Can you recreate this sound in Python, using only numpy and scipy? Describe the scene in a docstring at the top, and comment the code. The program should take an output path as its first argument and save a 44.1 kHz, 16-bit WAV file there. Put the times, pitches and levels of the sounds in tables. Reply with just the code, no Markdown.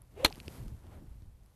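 """An iron strikes a golf ball on an open course, heard on one microphone close to the player.
The face cracks against the ball and rings briefly, and the blade cuts the turf. Just before, the shaft
sheds vortices and whistles up to speed. Soil patters down, small ticks and soft bumps follow, clothes
rustle through the follow-through, and moving air rumbles on the microphone."""
import sys
import numpy as np
from scipy.fft import rfft, irfft, next_fast_len
from scipy.io import wavfile
from scipy.ndimage import map_coordinates

SR = 44100
rng = np.random.default_rng(int(sys.argv[2]) if len(sys.argv) > 2 else 0)


def to_wav(sig):
    """Store sig (one row per channel, or 1-D mono) as 16-bit WAV at the path in sys.argv[1].

    Samples outside -1..1 are clipped; the rate is SR.
    """
    pcm = np.clip(np.atleast_2d(sig), -1, 1) * 32767
    pcm = np.round(pcm).astype(np.int16)
    wavfile.write(sys.argv[1], SR, pcm.T)  # frames by channels


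N = 68355

# The dry snap of ticks and falling soil. Each row: frequency in Hz, gain in dB.
SNAP_COLOUR = [(200, -3), (700, 1), (2400, -1.5), (5000, 0), (7000, -3.5), (11000, -1.5), (13500, -8.5),
               (16000, -37)]
# The bright hiss of fabric and air. Each row: frequency in Hz, gain in dB.
HISS_COLOUR = [(500, -21.5), (2000, 2), (4000, 1.5), (7000, 0), (10000, 1.5), (13000, 2.5), (14200, -8.5),
               (15500, -28)]


def strike(ring_start_s=.2466, ping_hz=4202, ping_t60=.0105, ping_attack_s=.000398):
    """The clicks of the strike, then two quick echoes; each feeds the bright ping of ball and face."""
    # The last two are the fainter echoes. Each row: start in seconds, click and ping levels in dB.
    clicks = [(0.2464, -5.5, -31.5), (.24728, -1.5, -21.5), (0.2493, -4, -12), (0.2501, -5, -9.5),
              (0.2548, -10.5, -18.5), (.25864, -17, -22.5)]
    # The colour of a click. 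Each row: frequency in Hz, gain in dB.
    click_colour = [(60, -13.5), (300, 1), (650, 4.5), (1000, -4), (1600, 3), (2400, -4), (3400, 1),
                    (4500, -3), (5250, -15), (6100, -5), (9000, -10), (11500, -8), (14000, -18),
                    (16000, -28)]
    # Faint, short tones that colour the hit and ring on just after it.
    # Each row: frequency in Hz, level in dB, t60 in seconds.
    strike_tones = [(323, -26.5, 0.065), (465, -31.5, .06), (852, -34.5, .05), (1062, -33.5, .05),
                    (1280, -30, .05), (1641, -30.5, .045), (1934, -24, .05), (2317, -35, 0.052),
                    (2613, -33.5, .045), (2868, -25.5, 0.05), (3539, -24.5, 0.045), (4010, -29, .035),
                    (5685, -38.5, 0.063), (6100, -35.5, .045), (11870, -37, .04)]
    pulses, ping_envelope = np.zeros(N), np.zeros(N)
    for start, click_db, ping_db in clicks:
        pulses[round(start * SR)] += amp(click_db)
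        t = since(start)
        ping_envelope += amp(ping_db) * rise(t, ping_attack_s) * fade(t, ping_t60)
    t = since(ring_start_s)
    ping = ping_envelope * np.sin(2 * np.pi * ping_hz * t)
    tones = sum(amp(db) * ring(t, hz, t60, attack=.0018) for hz, db, t60 in strike_tones)
    return causal_filter(pulses, click_colour) + ping + tones


def turf():
    """The blade brushes the grass, then tears the turf in short bursts over one low ground thump."""
    # The bursts. Each row: start in seconds, level in dB, then attack, hold and t60 in seconds.
    cuts = [(0.2413, -44, .002, .003, .01), (0.2459, -18, 0.0013, .003, .03),
            (0.257, -29, .001, .004, .032), (0.277, -49.5, .002, .003, 0.062)]
    # The colour of tearing turf. Each row: frequency in Hz, gain in dB.
    turf_colour = [(60, -8.5), (300, 2), (700, 6.5), (1500, 0), (2600, -0.5), (4000, 4.5), (5250, -15),
                   (6100, -7), (9000, -11), (11500, -8), (14000, -16), (16000, -30.5)]
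    tearing = np.zeros(N)
    for start, db, attack, hold, t60 in cuts:
        onset = np.minimum(since(start) / attack, 1)
        tearing += amp(db) * onset * fade(since(start + hold), t60)
    thump = amp(-23.5) * ring(since(.2492), hz=62, t60=.067, attack=.0008)
    return tearing * noise(turf_colour) + thump


def swish(pitch_waver=.03, rush_peak_s=.21, rush_db=-49.5, rise_s=.027, fall_s=.055):
    """Vortices shed by the shaft whistle at a pitch that follows its speed, in a rush of air."""
    # The whistle along the swing. Each row: time in seconds, pitch in Hz, level in dB.
    swing = [(.11, 301.7, -91), (.155, 372.7, -81), (.178, 400.4, -46), (.19, 451.5, -54),
             (.205, 503.7, -38.5), (.218, 522.6, -50.5), (.238, 554.6, -33), (.246, 535, -43.5),
             (.285, 416, -50.5), (.305, 382, -63.5)]
    # The colour of the rush. Each row: frequency in Hz, gain in dB.
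    rush_colour = [(100, -15), (350, 2), (800, 5), (1400, -12), (2800, -7.5), (5000, -23.5), (12000, -25),
                   (16000, -34.5)]
    hz, db = curves(swing)
    phase = 2 * np.pi * np.cumsum(hz * (1 + pitch_waver * wobble(110))) / SR
    release = fade(since(swing[-1][0]), t60=.12)
    whistle = unit(np.sin(phase)) * amp(db + 1.2 * wobble(110)) * release
    t = clock() - rush_peak_s
    swell = np.exp(-.5 * (t / np.where(t < 0, rise_s, fall_s)) ** 2)
    return whistle + amp(rush_db) * swell * noise(rush_colour)


def ticks(knock_t60=.004, snap_t60=.0033, attack_s=.00017):
    """Small dry ticks, as of grit and clothing: each a dead knock of two modes with a snap of noise."""
    # Each row: start in seconds, low mode in Hz and dB, high mode in Hz and dB, snap level in dB.
    knocks = [(0.0192, 3680, -57, 10750, -38.5, -52.5), (0.301, 4140, -41, 6200, -44, -50),
              (0.3261, 2530, -33, 4800, -32, -39.5), (0.3485, 2880, -41, 4400, -47, -49),
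              (.357, 1910, -45, 12500, -46, -42.5), (0.4015, 2550, -32, 4250, -35.5, -42.5),
              (0.4806, 2680, -28.5, 4900, -34.5, -39), (0.6816, 1500, -47, 6500, -50, -43),
              (.868, 904, -48, 3530, -53, -53.5), (1.222, 1900, -60, 4030, -61, -57),
              (1.435, 4484, -66, 6500, -60, -64), (1.461, 5000, -58, 11000, -54, -56)]
    snap, out = noise(SNAP_COLOUR), np.zeros(N)
    for start, low_hz, low_db, high_hz, high_db, snap_db in knocks:
        t = since(start)
        out += amp(low_db) * ring(t, low_hz, knock_t60, attack_s)
        out -= amp(high_db) * ring(t, high_hz, knock_t60, attack_s)
        out += amp(snap_db) * snap * rise(t, attack_s) * fade(t, snap_t60)
    return out


def grit(count=24, centre_s=.385, spread_s=.076, level_db=-40, scatter_db=3.5):
    """Crumbs of soil patter on the grass just after the strike."""
    crumbs = np.zeros(N)
    for when, size in rng.uniform(-1, 1, (count, 2)):
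        landing_s = centre_s + when * spread_s
        crumbs[round(landing_s * SR)] += amp(level_db + scatter_db * size)
    return causal_filter(crumbs, SNAP_COLOUR)


def bumps():
    """Soft, heavily damped bumps as the player's body turns."""
    # Each row: start in seconds, level in dB, frequency in Hz, t60 in seconds.
    thuds = [(.3075, -35, 785, 0.017), (.378, -35.5, 260.6, 0.015), (0.4811, -27, 330, 0.013),
             (.47, -40, 90, 0.11), (.6, -34.5, 122.6, 0.14), (0.668, -36.5, 60, 0.13),
             (1.114, -38.5, 62, 0.1), (1.222, -38.5, 84.9, 0.074), (1.272, -41.5, 42, .16)]
    return sum(amp(db) * ring(since(start), hz, t60, attack=.0008) for start, db, hz, t60 in thuds)


def clothes():
    """Fabric close to the microphone flaps, rubs and hisses, with a fine uneven grain."""
    # The fabric's movement. Each row: time in seconds, then flap, rub and hiss levels in dB.
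    movement = [(0, -73, -69.5, -80.5), (.07, -81, -76.5, -77.5), (.14, -62.5, -70, -74),
                (.29, -58.5, -59, -67.5), (.42, -58.5, -63.5, -66.5), (.56, -58, -57.5, -60),
                (.66, -49, -66, -69), (.815, -65.5, -71.5, -74.5), (.855, -57, -63, -74.5),
                (.9, -61, -65, -73.5), (.94, -58.5, -59.5, -71.5), (1.02, -51, -71.5, -75.5),
                (1.13, -72, -71, -75.5), (1.23, -67, -74.5, -77), (1.36, -77.5, -75.5, -80),
                (1.55, -78, -75, -77.5)]
    # The colour of flapping. Each row: frequency in Hz, gain in dB.
    flap_colour = [(40, -21), (120, 1.5), (200, -0.5), (330, -7.5), (500, -18.5), (1000, -36),
                   (3000, -60.5)]
    # The colour of rubbing. Each row: frequency in Hz, gain in dB.
    rub_colour = [(100, -14.5), (250, -2.5), (500, -1.5), (900, -4.5), (1800, -13.5), (3500, -23),
                  (8000, -44.5)]
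    flap_db, rub_db, hiss_db = curves(movement)
    flap = amp(flap_db) * noise(flap_colour)
    rub = amp(rub_db + 1.1 * wobble(45)) * noise(rub_colour)
    hiss = amp(hiss_db + 1.3 * wobble(390)) * noise(HISS_COLOUR)
    return flap + rub + hiss


def air(hush_db=-87):
    """Moving air rumbles on the microphone over a faint steady hush."""
    # The swells of the rumble. Each row: time in seconds, level in dB.
    swells = [(0, -53.5), (.09, -60), (.2, -51.5), (.3, -49.5), (.43, -54.5), (.48, -49.5), (.54, -57),
              (.64, -46.5), (.72, -44.5), (.79, -53), (1.07, -50.5), (1.3, -53.5), (1.42, -58.5),
              (1.55, -62)]
    # The colour of the rumble. Each row: frequency in Hz, gain in dB.
    rumble_colour = [(12, -19.5), (22, -0.5), (45, 2), (80, 1.5), (130, -5), (230, -20), (500, -36.5),
                     (1100, -70), (3000, -110)]
    rumble_db, = curves(swells)
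    return amp(rumble_db) * noise(rumble_colour) + amp(hush_db) * noise(HISS_COLOUR)


def amp(db):
    """Decibels to gain."""
    return 10 ** (np.asarray(db) / 20)


def unit(x):
    """Scaled to rms 1."""
    return x / np.sqrt(np.mean(x ** 2) + 1e-20)


def clock():
    """The time of each sample in seconds."""
    return np.arange(N) / SR


def since(start):
    """Seconds since start, zero before it."""
    return np.maximum(clock() - start, 0)


def curves(rows):
    """One value per sample for each column after the time."""
    times, *columns = np.transpose(rows)
    return [np.interp(clock(), times, column) for column in columns]


def wobble(rate):
    """A smooth random curve, rate knots a second."""
    return map_coordinates(rng.standard_normal(N), [clock() * rate + 2])


def gains(colour):
    """Gain of (Hz, dB) points on the FFT grid."""
    hz, db = np.transpose(colour)
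    grid_hz = np.fft.rfftfreq(2 * next_fast_len(N), 1 / SR)
    return amp(np.interp(np.log(grid_hz + 1), np.log(hz + 1), db))


def noise(colour):
    """Coloured noise of rms 1."""
    white = rng.standard_normal(2 * next_fast_len(N))
    return unit(irfft(rfft(white) * gains(colour))[:N])


def causal_filter(x, colour):
    """x through a minimum-phase filter, so nothing sounds ahead of a pulse."""
    cepstrum = irfft(np.log(gains(colour)))
    size = len(cepstrum)
    cepstrum[1:size // 2] *= 2
    cepstrum[size // 2 + 1:] = 0
    return irfft(rfft(x, size) * np.exp(rfft(cepstrum)))[:N]


def rise(t, attack):
    """An onset from 0 to 1 with a time constant of attack seconds."""
    return 1 - np.exp(-t / attack)


def fade(t, t60):
    """A decay of 60 dB in t60 seconds."""
    return np.exp(-np.minimum(np.log(1000) * t / t60, 40))


def ring(t, hz, t60, attack):
    """One damped tone."""
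    return np.sin(2 * np.pi * hz * t) * fade(t, t60) * rise(t, attack)


def scene():
    """The whole shot from close to the player, in mono."""
    return (swish() + strike() + turf() + ticks() + grit() + bumps() + clothes() + air())[None]


def record(dry, top_hz=15400):
    """The microphone rolls off the highest treble and cuts it away around top_hz."""
    # The microphone's response. Each row: frequency in Hz, gain in dB.
    mic_response = [(20, 0), (13000, 0), (14200, -2), (15000, -9), (16000, -16)]
    size = 2 * next_fast_len(N)
    hz = np.fft.rfftfreq(size, 1 / SR)
    band_limit = np.clip((top_hz - hz) / 500 + .5, 0, 1)
    return irfft(rfft(dry, size) * gains(mic_response) * band_limit, size)[:, :N]


dry = scene()
out = record(dry)
to_wav(out)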